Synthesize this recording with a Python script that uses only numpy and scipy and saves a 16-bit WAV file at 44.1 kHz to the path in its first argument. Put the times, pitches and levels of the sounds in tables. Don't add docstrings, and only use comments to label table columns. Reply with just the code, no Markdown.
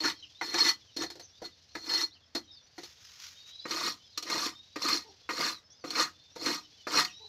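import sys
import numpy as np
from scipy import signal
from scipy.fft import rfft, irfft
from scipy.io import wavfile
from scipy.ndimage import uniform_filter1d

SR = 44100
rng = np.random.default_rng(int(sys.argv[2]) if len(sys.argv) > 2 else 0)


def store_wav(level_fs):
    pcm = np.round(np.clip(np.atleast_2d(level_fs), -1, 1) * 32767)
    wavfile.write(sys.argv[1], SR, pcm.T.astype(np.int16))


N = 321048
TIME, BINS_HZ = np.arange(N) / SR, np.fft.rfftfreq(8192, 1 / SR)

# time_s, level_db (before trim)
HISS_CURVE = [(.3, -59.5), (1.25, -61.5), (1.6, -60), (2.28, -66.5), (3.5, -57), (4.08, -61), (5.15, -59.5),
              (5.65, -65.5), (6.7, -58)]


def amp(db):
    return 10 ** (np.asarray(db) / 20)


def unit_rms(x):
    return x / np.sqrt(np.mean(x ** 2) + 1e-20)


def curve_at(points, hz=BINS_HZ):
    freq_hz, value = np.transpose(points)
    return np.interp(np.log(hz + 1), np.log(freq_hz + 1), value)


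def add(mix, start_s, sound):
    part = mix[max(round(start_s * SR), 0):][:len(sound)]
    part += sound[:len(part)]


def lowpass(edge_hz, hz=BINS_HZ, order=8):
    return 1 / (1 + (hz / edge_hz) ** order)


def wander(rate_hz):
    slow = lowpass(rate_hz, np.fft.rfftfreq(N, 1 / SR), order=4)
    return unit_rms(irfft(rfft(rng.standard_normal(N)) * slow, N))


def coloured(x, gain):
    log_gain = np.log(np.maximum(gain / gain.max(), 1e-5))
    mirrored = np.r_[log_gain, log_gain[-2:0:-1]]
    ring = np.fft.ifft(np.exp(signal.hilbert(mirrored).conj())).real[:len(gain)]
    return signal.oaconvolve(x, ring / np.linalg.norm(ring))[:len(x)]


def grains(per_s, hiss, spread_db=2.0):
    size = amp(spread_db * np.minimum(rng.exponential(1, N), 4)) * rng.choice([-1, 1], N)
    clicks = unit_rms(size * (rng.random(N) < per_s / SR))
    return unit_rms(clicks + hiss * rng.standard_normal(N))


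def air(rumble_db=-72, drone_db=-73, hiss_trim_db=-3, flutter_db=1.5):
    # freq_hz, gain_db
    air_colour = [(15, -40), (25, -17.5), (50, -5), (85, 10.5), (130, 1), (378, -17), (433, -12),
                  (684, -14), (848, -15.5), (1170, -17), (1450, -16), (2060, -10), (4150, -2), (5140, -2),
                  (6050, -5.5), (7910, -26), (15500, -40.5)]
    colour, deep, dark = amp(curve_at(air_colour)), lowpass(200), lowpass(2000)
    hiss_db = np.interp(TIME, *np.transpose(HISS_CURVE)) + hiss_trim_db
    layers = [(rumble_db, deep), (drone_db, dark - deep), (hiss_db, 1 - dark)]
    return sum(coloured(amp(db + flutter_db * wander(47)) * rng.standard_normal(N), colour * band)
               for db, band in layers)


def tool_bands(colour, modes, ring_db):
    rings = sum(amp(db + ring_db) ** 2 / (1 + ((BINS_HZ - hz) / width) ** 2) ** 2
                for hz, width, db in modes)
    gain = np.sqrt(amp(curve_at(colour)) ** 2 + rings)
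    low, high = lowpass(700), 1 - lowpass(2800)
    return gain * low, gain * (1 - low) * (1 - high), gain * high


def pressure(press_s, hold_s, touch_db, full_db, end_db, grind_db, drum_db, lift_db_per_s):
    swell_db_per_s, release_s = 229.5, 0.18
    lift_s = press_s + hold_s
    t = np.arange(0, lift_s + release_s, 1 / SR)
    phases_s = [0, press_s, lift_s]
    swell = np.maximum(touch_db, full_db - swell_db_per_s * (press_s - t))
    held = np.interp(t, phases_s[1:], [full_db, end_db]) - lift_db_per_s * np.maximum(t - lift_s, 0)
    rasp = np.where(t < press_s, swell, held)
    drum = drum_db + np.interp(t, phases_s, [2, 2, -6.5])
    grind = grind_db + np.interp(t, phases_s, [-8.5, 0, -4])
    return amp([rasp + drum, rasp + grind, rasp])


def catches(stall_share=0.36, stall_s=0.022, surge_s=0.013):
    # slip_s, surge_db (before each band takes its share)
    lumps = [(0.054, 3), (0.542, 7), (0.583, 4.5), (0.601, 1.5), (1.892, 6), (1.936, 6), (2.009, 1.5),
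             (3.708, 7.5), (4.224, 5), (4.3, 7.5), (4.818, 9), (4.883, 8.5), (4.925, 2), (5.407, 4),
             (5.905, 15.5), (6.46, 4.5), (6.919, 2), (6.998, 2.5), (7.048, 10)]
    surge_shares = [0.23, 0.68, 0.89]
    db, t = np.zeros(N), np.arange(SR // 20) / SR
    stall = -stall_share * np.exp(-t[::-1] / stall_s)
    surge = np.exp(-(t / surge_s) ** 2)
    for slip_s, surge_db in lumps:
        add(db, slip_s - t[-1], surge_db * np.r_[stall, surge])
    return amp(np.outer(surge_shares, db))


def shifting_contact(x, flare_db):
    spectra = signal.stft(x, SR, nperseg=256)[2]
    flares = uniform_filter1d(rng.standard_normal(spectra.shape), size=3, axis=0)
    flares = unit_rms(uniform_filter1d(flares, size=4, axis=1))
    return signal.istft(spectra * unit_rms(amp(flare_db * np.minimum(flares, 2))), SR)[1][:N]


def scrape(strokes, bands, lift_db_per_s, grits_per_s, chatter_db, chatter_hz, flare_db):
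    drives = np.zeros((3, N))
    for start_s, *shape in strokes:
        for drive, push in zip(drives, pressure(*shape, lift_db_per_s)):
            add(drive, start_s, push)
    drives *= catches()
    chatter = chatter_db * np.minimum(wander(chatter_hz), 2)
    slips = unit_rms(amp(chatter + 0.27 * wander(40.2)))
    out = np.zeros(N)
    for drive, band in zip(drives, bands):
        grit = shifting_contact(grains(grits_per_s, hiss=0.29), flare_db)
        out += coloured(drive * slips * grit, band)
    return out


def chirps_and_peeps(chirp_trim_db=-7.5, peep_trim_db=-4.5, chirp_fade_db=2, peep_arch_hz=44.3):
    # start_s, length_s, first_hz, last_hz, first_db (before trim)
    chirps = [(0.158, 0.051, 4600, 3950, -52.5), (0.225, 0.025, 3190, 2750, -39.5),
              (0.217, 0.018, 6100, 5700, -59), (0.862, 0.03, 6200, 6100, -65),
              (1.218, 0.038, 6250, 6080, -47.5), (2.106, 0.045, 3300, 4970, -51),
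              (2.147, 0.027, 3230, 2730, -55), (2.511, 0.077, 5550, 4190, -48.5),
              (3.59, 0.062, 4600, 5200, -49), (4.122, 0.05, 4530, 3130, -50.5),
              (5.701, 0.034, 5060, 6600, -49), (5.774, 0.088, 5380, 3900, -55.5),
              (7.071, 0.039, 3160, 2450, -43)]
    # start_s, length_s, first_hz, last_hz, first_db, last_db (before trim)
    peeps = [(0.344, 0.06, 3490, 4040, -54.5, -55), (2.471, 0.17, 3790, 3420, -46.5, -66),
             (3.328, 0.35, 3600, 4040, -60, -43.5), (4.52, 0.3, 3630, 3860, -50, -67),
             (5.517, 0.073, 4080, 3750, -44, -56), (6.12, 0.2, 3510, 3560, -64, -62),
             (7.113, 0.22, 3700, 4020, -55, -46)]
    chirp_waver, peep_waver = .025, .012
    out, shake = np.zeros(N), wander(244) + .5 * wander(29)
    flutter = unit_rms(amp(2 * np.minimum(wander(40), 1.5)))
    calls = [(*row, row[-1] - chirp_fade_db, 0, chirp_trim_db, chirp_waver) for row in chirps]
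    calls += [(*row, peep_arch_hz, peep_trim_db, peep_waver) for row in peeps]
    for start_s, length_s, first_hz, last_hz, first_db, last_db, arch_hz, trim_db, waver in calls:
        on = (TIME >= start_s) & (TIME <= start_s + length_s)
        progress = (TIME[on] - start_s) / length_s
        hz = first_hz + (last_hz - first_hz) * progress + arch_hz * np.sin(np.pi * progress)
        cycles = np.cumsum(hz * (1 + waver * shake[on])) / SR
        level = amp(trim_db + first_db + (last_db - first_db) * progress) * flutter[on]
        out[on] += np.sqrt(2) * level * signal.windows.tukey(on.sum(), .2) * np.sin(2 * np.pi * cycles)
    return out


def twitter(trim_db=-7, low_hz=3000, high_hz=6000, typical_s=0.045, glide=0.21, count=170):
    out = np.zeros(N)
    for when, height, slope, span, accent_db in rng.random((count, 5)):
        progress = np.linspace(0, 1, round(typical_s * (.5 + span) * SR))
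        centre_hz = low_hz * (high_hz / low_hz) ** height
        hz = centre_hz * (1 + glide * (2 * slope - 1) * (progress - .5))
        slur = np.sin(np.pi * progress) * np.sin(2 * np.pi * np.cumsum(hz) / SR)
        add(out, when * TIME[-1], amp(accent_db) * slur)
    return amp(trim_db + np.interp(TIME, *np.transpose(HISS_CURVE))) * unit_rms(out)


def clacks(hits, bands, crush, rise_s, decay_s, drum_db, grind_db, rasp_db):
    t, drives = np.arange(SR // 10) / SR, np.zeros((3, N))
    for start_s, level_db, thud_db, clink_db in hits:
        bands_db = thud_db + drum_db, grind_db, clink_db + rasp_db
        for drive, band_db, click in zip(drives, bands_db, (1, 1, .3)):
            rattle = rng.standard_normal(len(t)) * np.exp(-t / decay_s) * (1 - np.exp(-t / rise_s))
            blow = crush * rattle / np.linalg.norm(rattle) + click * (t == 0)
            add(drive, start_s, amp(level_db + band_db) * blow / np.linalg.norm(blow))
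    return sum(coloured(drive, band) for drive, band in zip(drives, bands))


def rustle(clump_db=2.5):
    # start_s, length_s, level_db
    movements = [(2.739, 0.22, -56.5), (2.89, 0.6, -56.5), (3.176, 0.15, -52), (3.453, 0.073, -55.5)]
    # freq_hz, gain_db
    cloth_colour = [(100, -34), (700, -26), (1000, -10.5), (1400, -6.5), (3000, -4), (5500, -0.5),
                    (6500, -1), (8000, -20), (13000, -24.5), (15500, -27)]
    swells = np.zeros(N)
    for start_s, length_s, level_db in movements:
        add(swells, start_s, amp(level_db) * signal.windows.cosine(round(length_s * SR)))
    fibres = unit_rms(amp(clump_db * wander(90))) * grains(per_s=900, hiss=0.91)
    return coloured(swells * fibres, amp(curve_at(cloth_colour)))


def coos(waver=0.09, overtone_db=-2):
    # start_s, length_s, pitch_hz, level_db
    notes = [(5.027, .11, 427, -60), (7.186, .12, 429, -61)]
    out, shake = np.zeros(N), wander(90)
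    for start_s, length_s, pitch_hz, level_db in notes:
        on = (TIME >= start_s) & (TIME < start_s + length_s)
        phase = 2 * np.pi * np.cumsum(pitch_hz * (1 + waver * shake[on])) / SR
        tone = np.sin(phase) + amp(overtone_db) * np.sin(2 * phase)
        out[on] += amp(level_db) * signal.windows.tukey(on.sum(), .6) * tone
    return out


def loft(x, wet_db, predelay_s=.004, echoes_per_s=3000):
    # freq_hz, t60_s
    decay_times = [(150, 0.44), (400, 0.076), (1200, 0.14), (4200, 0.11), (12000, 0.13)]
    n = SR // 2
    echoes = rng.standard_normal(n) * (rng.random(n) < echoes_per_s / SR) * (TIME[:n] > predelay_s)
    hz, t, spectra = signal.stft(echoes, SR, nperseg=256)
    tail = signal.istft(spectra * amp(-60 * t / curve_at(decay_times, hz)[:, None]), SR)[1]
    return x + amp(wet_db) * signal.oaconvolve(x, tail / np.linalg.norm(tail))[:N]


def scene(turn_s=3.2):
    # start_s, press_s, hold_s, touch_db, full_db, end_db,
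    # grind_db, drum_db (the last two relative to the rasp)
    strokes = [(0.003, 0.05, 0.046, -38, -31, -31, -2, -7), (0.412, 0.14, 0.14, -39.5, -33, -23, -6, -14),
               (0.963, 0.051, 0.0097, -43, -40, -31.5, -5, -3),
               (1.419, 0.0072, 0.027, -47, -51.5, -40.5, -6.5, -5),
               (1.746, .16, 0.12, -51, -33, -29.5, -8.5, -13.5),
               (2.349, 0.0098, .012, -39, -38, -39, -6, -6.5),
               (3.657, 0.058, 0.17, -49.5, -38.5, -32, -3, -9),
               (4.175, .13, .16, -60, -36.5, -32.5, -2, -7),
               (4.761, 0.096, 0.1, -58, -33.5, -31, -1.5, -10),
               (5.29, 0.11, 0.096, -42.5, -33.5, -32.5, -0.5, -9),
               (5.847, 0.15, .025, -46, -28, -29, 2, -10),
               (6.355, 0.11, 0.084, -55, -33.5, -35.5, -1.5, -7),
               (6.87, .088, 0.045, -43, -29, -24, 0.5, -8.5)]
    # start_s, level_db, thud_db, clink_db (before the band gains)
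    hits = [(0.412, -11, -23, -27.5), (0.541, -14.5, -13, -16), (0.584, -13.5, -36, -23),
            (0.966, -27.5, -16, -0.5), (1.033, -21.5, -10.5, -8.5), (1.101, -30.5, -14.5, -4),
            (1.154, -40, -1.5, -5), (1.196, -35, -7, -4), (1.418, -34, 3, -20), (1.752, -18, -13, -17),
            (2.351, -21, -5, -4.5), (2.78, -27, -9, -12), (2.833, -32, -15, -4), (3.654, -21.5, -14.5, -29),
            (4.175, -24.5, -24.5, 0.5), (4.225, -38, -20, 9), (4.759, -20.5, -16, -13.5),
            (4.886, -20, -34, -24), (5.291, -11.5, -25, -29), (5.305, -17, -25, -16),
            (5.84, -27, -7.5, -17), (6.361, -33, -4.5, -6.5), (6.869, -18.5, -11.5, -22.5)]
    # freq_hz, gain_db
    first_grit = [(41, -79), (70, -28), (227, -30), (311, -6), (511, -21.5), (1350, -13.5), (1580, -18.5),
                  (1940, -12), (3260, -16), (4280, -6), (4790, -15), (5740, -13.5), (8050, -24.5),
                  (13200, -36), (15500, -38)]
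    second_grit = [(41, -48), (70, -37.5), (169, -20.5), (340, -11.5), (803, -11.5), (920, 1), (1210, 2.5),
                   (1620, -2), (2490, -3), (3410, -8), (4280, 0), (6720, -9), (8230, -18), (13200, -29),
                   (15500, -32)]
    # pitch_hz, width_hz, gain_db (before ring_db)
    first_modes = [(319, 37.5, -13), (915, 29, -14.5), (1144, 53, -18.5), (1370, 130, -18.5),
                   (1773, 49, -13.5), (2000, 18, -12), (3080, 31, -14), (3670, 55, -11.5), (4264, 43, 3),
                   (4402, 43, -1), (5230, 47, -8.5), (5650, 130, -17.5), (5840, 37, -7), (6550, 120, -20.5)]
    second_modes = [(317.5, 38, -13), (733, 6.2, -12.5), (1042, 11, -4), (1211, 44, 0.5), (1885, 10, -3),
                    (2135, 66, -6.5), (2521, 40, -7), (2920, 17, -11), (3580, 64, -10), (4270, 77, 0),
                    (5565, 167, -8.5), (6400, 89, -22)]
    # freq_hz, gain_db
    knock_colour = [(70, -33), (240, -19), (340, -4.5), (450, -10.5), (560, -15.5), (730, -5.5),
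                    (950, -4.5), (1150, -10), (2000, -5), (2900, -15.5), (4200, -6), (6200, -15),
                    (8000, -23.5), (15500, -38)]
    first = tool_bands(first_grit, first_modes, ring_db=6.5)
    knock = tool_bands(knock_colour, first_modes, ring_db=1.5)
    second = tool_bands(second_grit, second_modes, ring_db=8.5)
    work = scrape([row for row in strokes if row[0] < turn_s], first, lift_db_per_s=537,
                  grits_per_s=4500, chatter_db=-1.4, chatter_hz=146, flare_db=3.5)
    work += scrape([row for row in strokes if row[0] > turn_s], second, lift_db_per_s=347,
                   grits_per_s=3500, chatter_db=-0.5, chatter_hz=147, flare_db=4.0)
    work += clacks([row for row in hits if row[0] < turn_s], knock, crush=3.1,
                   rise_s=0.00061, decay_s=0.014, drum_db=19.5, grind_db=6.0, rasp_db=19.5)
    work += clacks([row for row in hits if row[0] > turn_s], second, crush=2.3,
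                   rise_s=0.0021, decay_s=0.0076, drum_db=23.5, grind_db=9.5, rasp_db=19)
    birds = loft(chirps_and_peeps() + twitter() + coos(), wet_db=0)
    return (loft(work + rustle(), wet_db=-8) + birds + air())[None]


def record(dry, dip_hz=8900, dip_db=-4, port_hz=13300, port_db=7, width_hz=1300, cutoff_hz=15650):
    dip = dip_db * np.exp(-((BINS_HZ - dip_hz) / width_hz) ** 2)
    port = port_db * np.exp(-((BINS_HZ - port_hz) / width_hz) ** 2)
    colour = amp(dip + port)
    heard = coloured(dry[0], colour) * np.sqrt(np.mean(colour ** 2))
    band_limit = signal.firwin(511, cutoff_hz, window=("kaiser", 9), fs=SR)
    return signal.oaconvolve(heard, band_limit, "same")[None]


dry = scene()
out = record(dry)
store_wav(out)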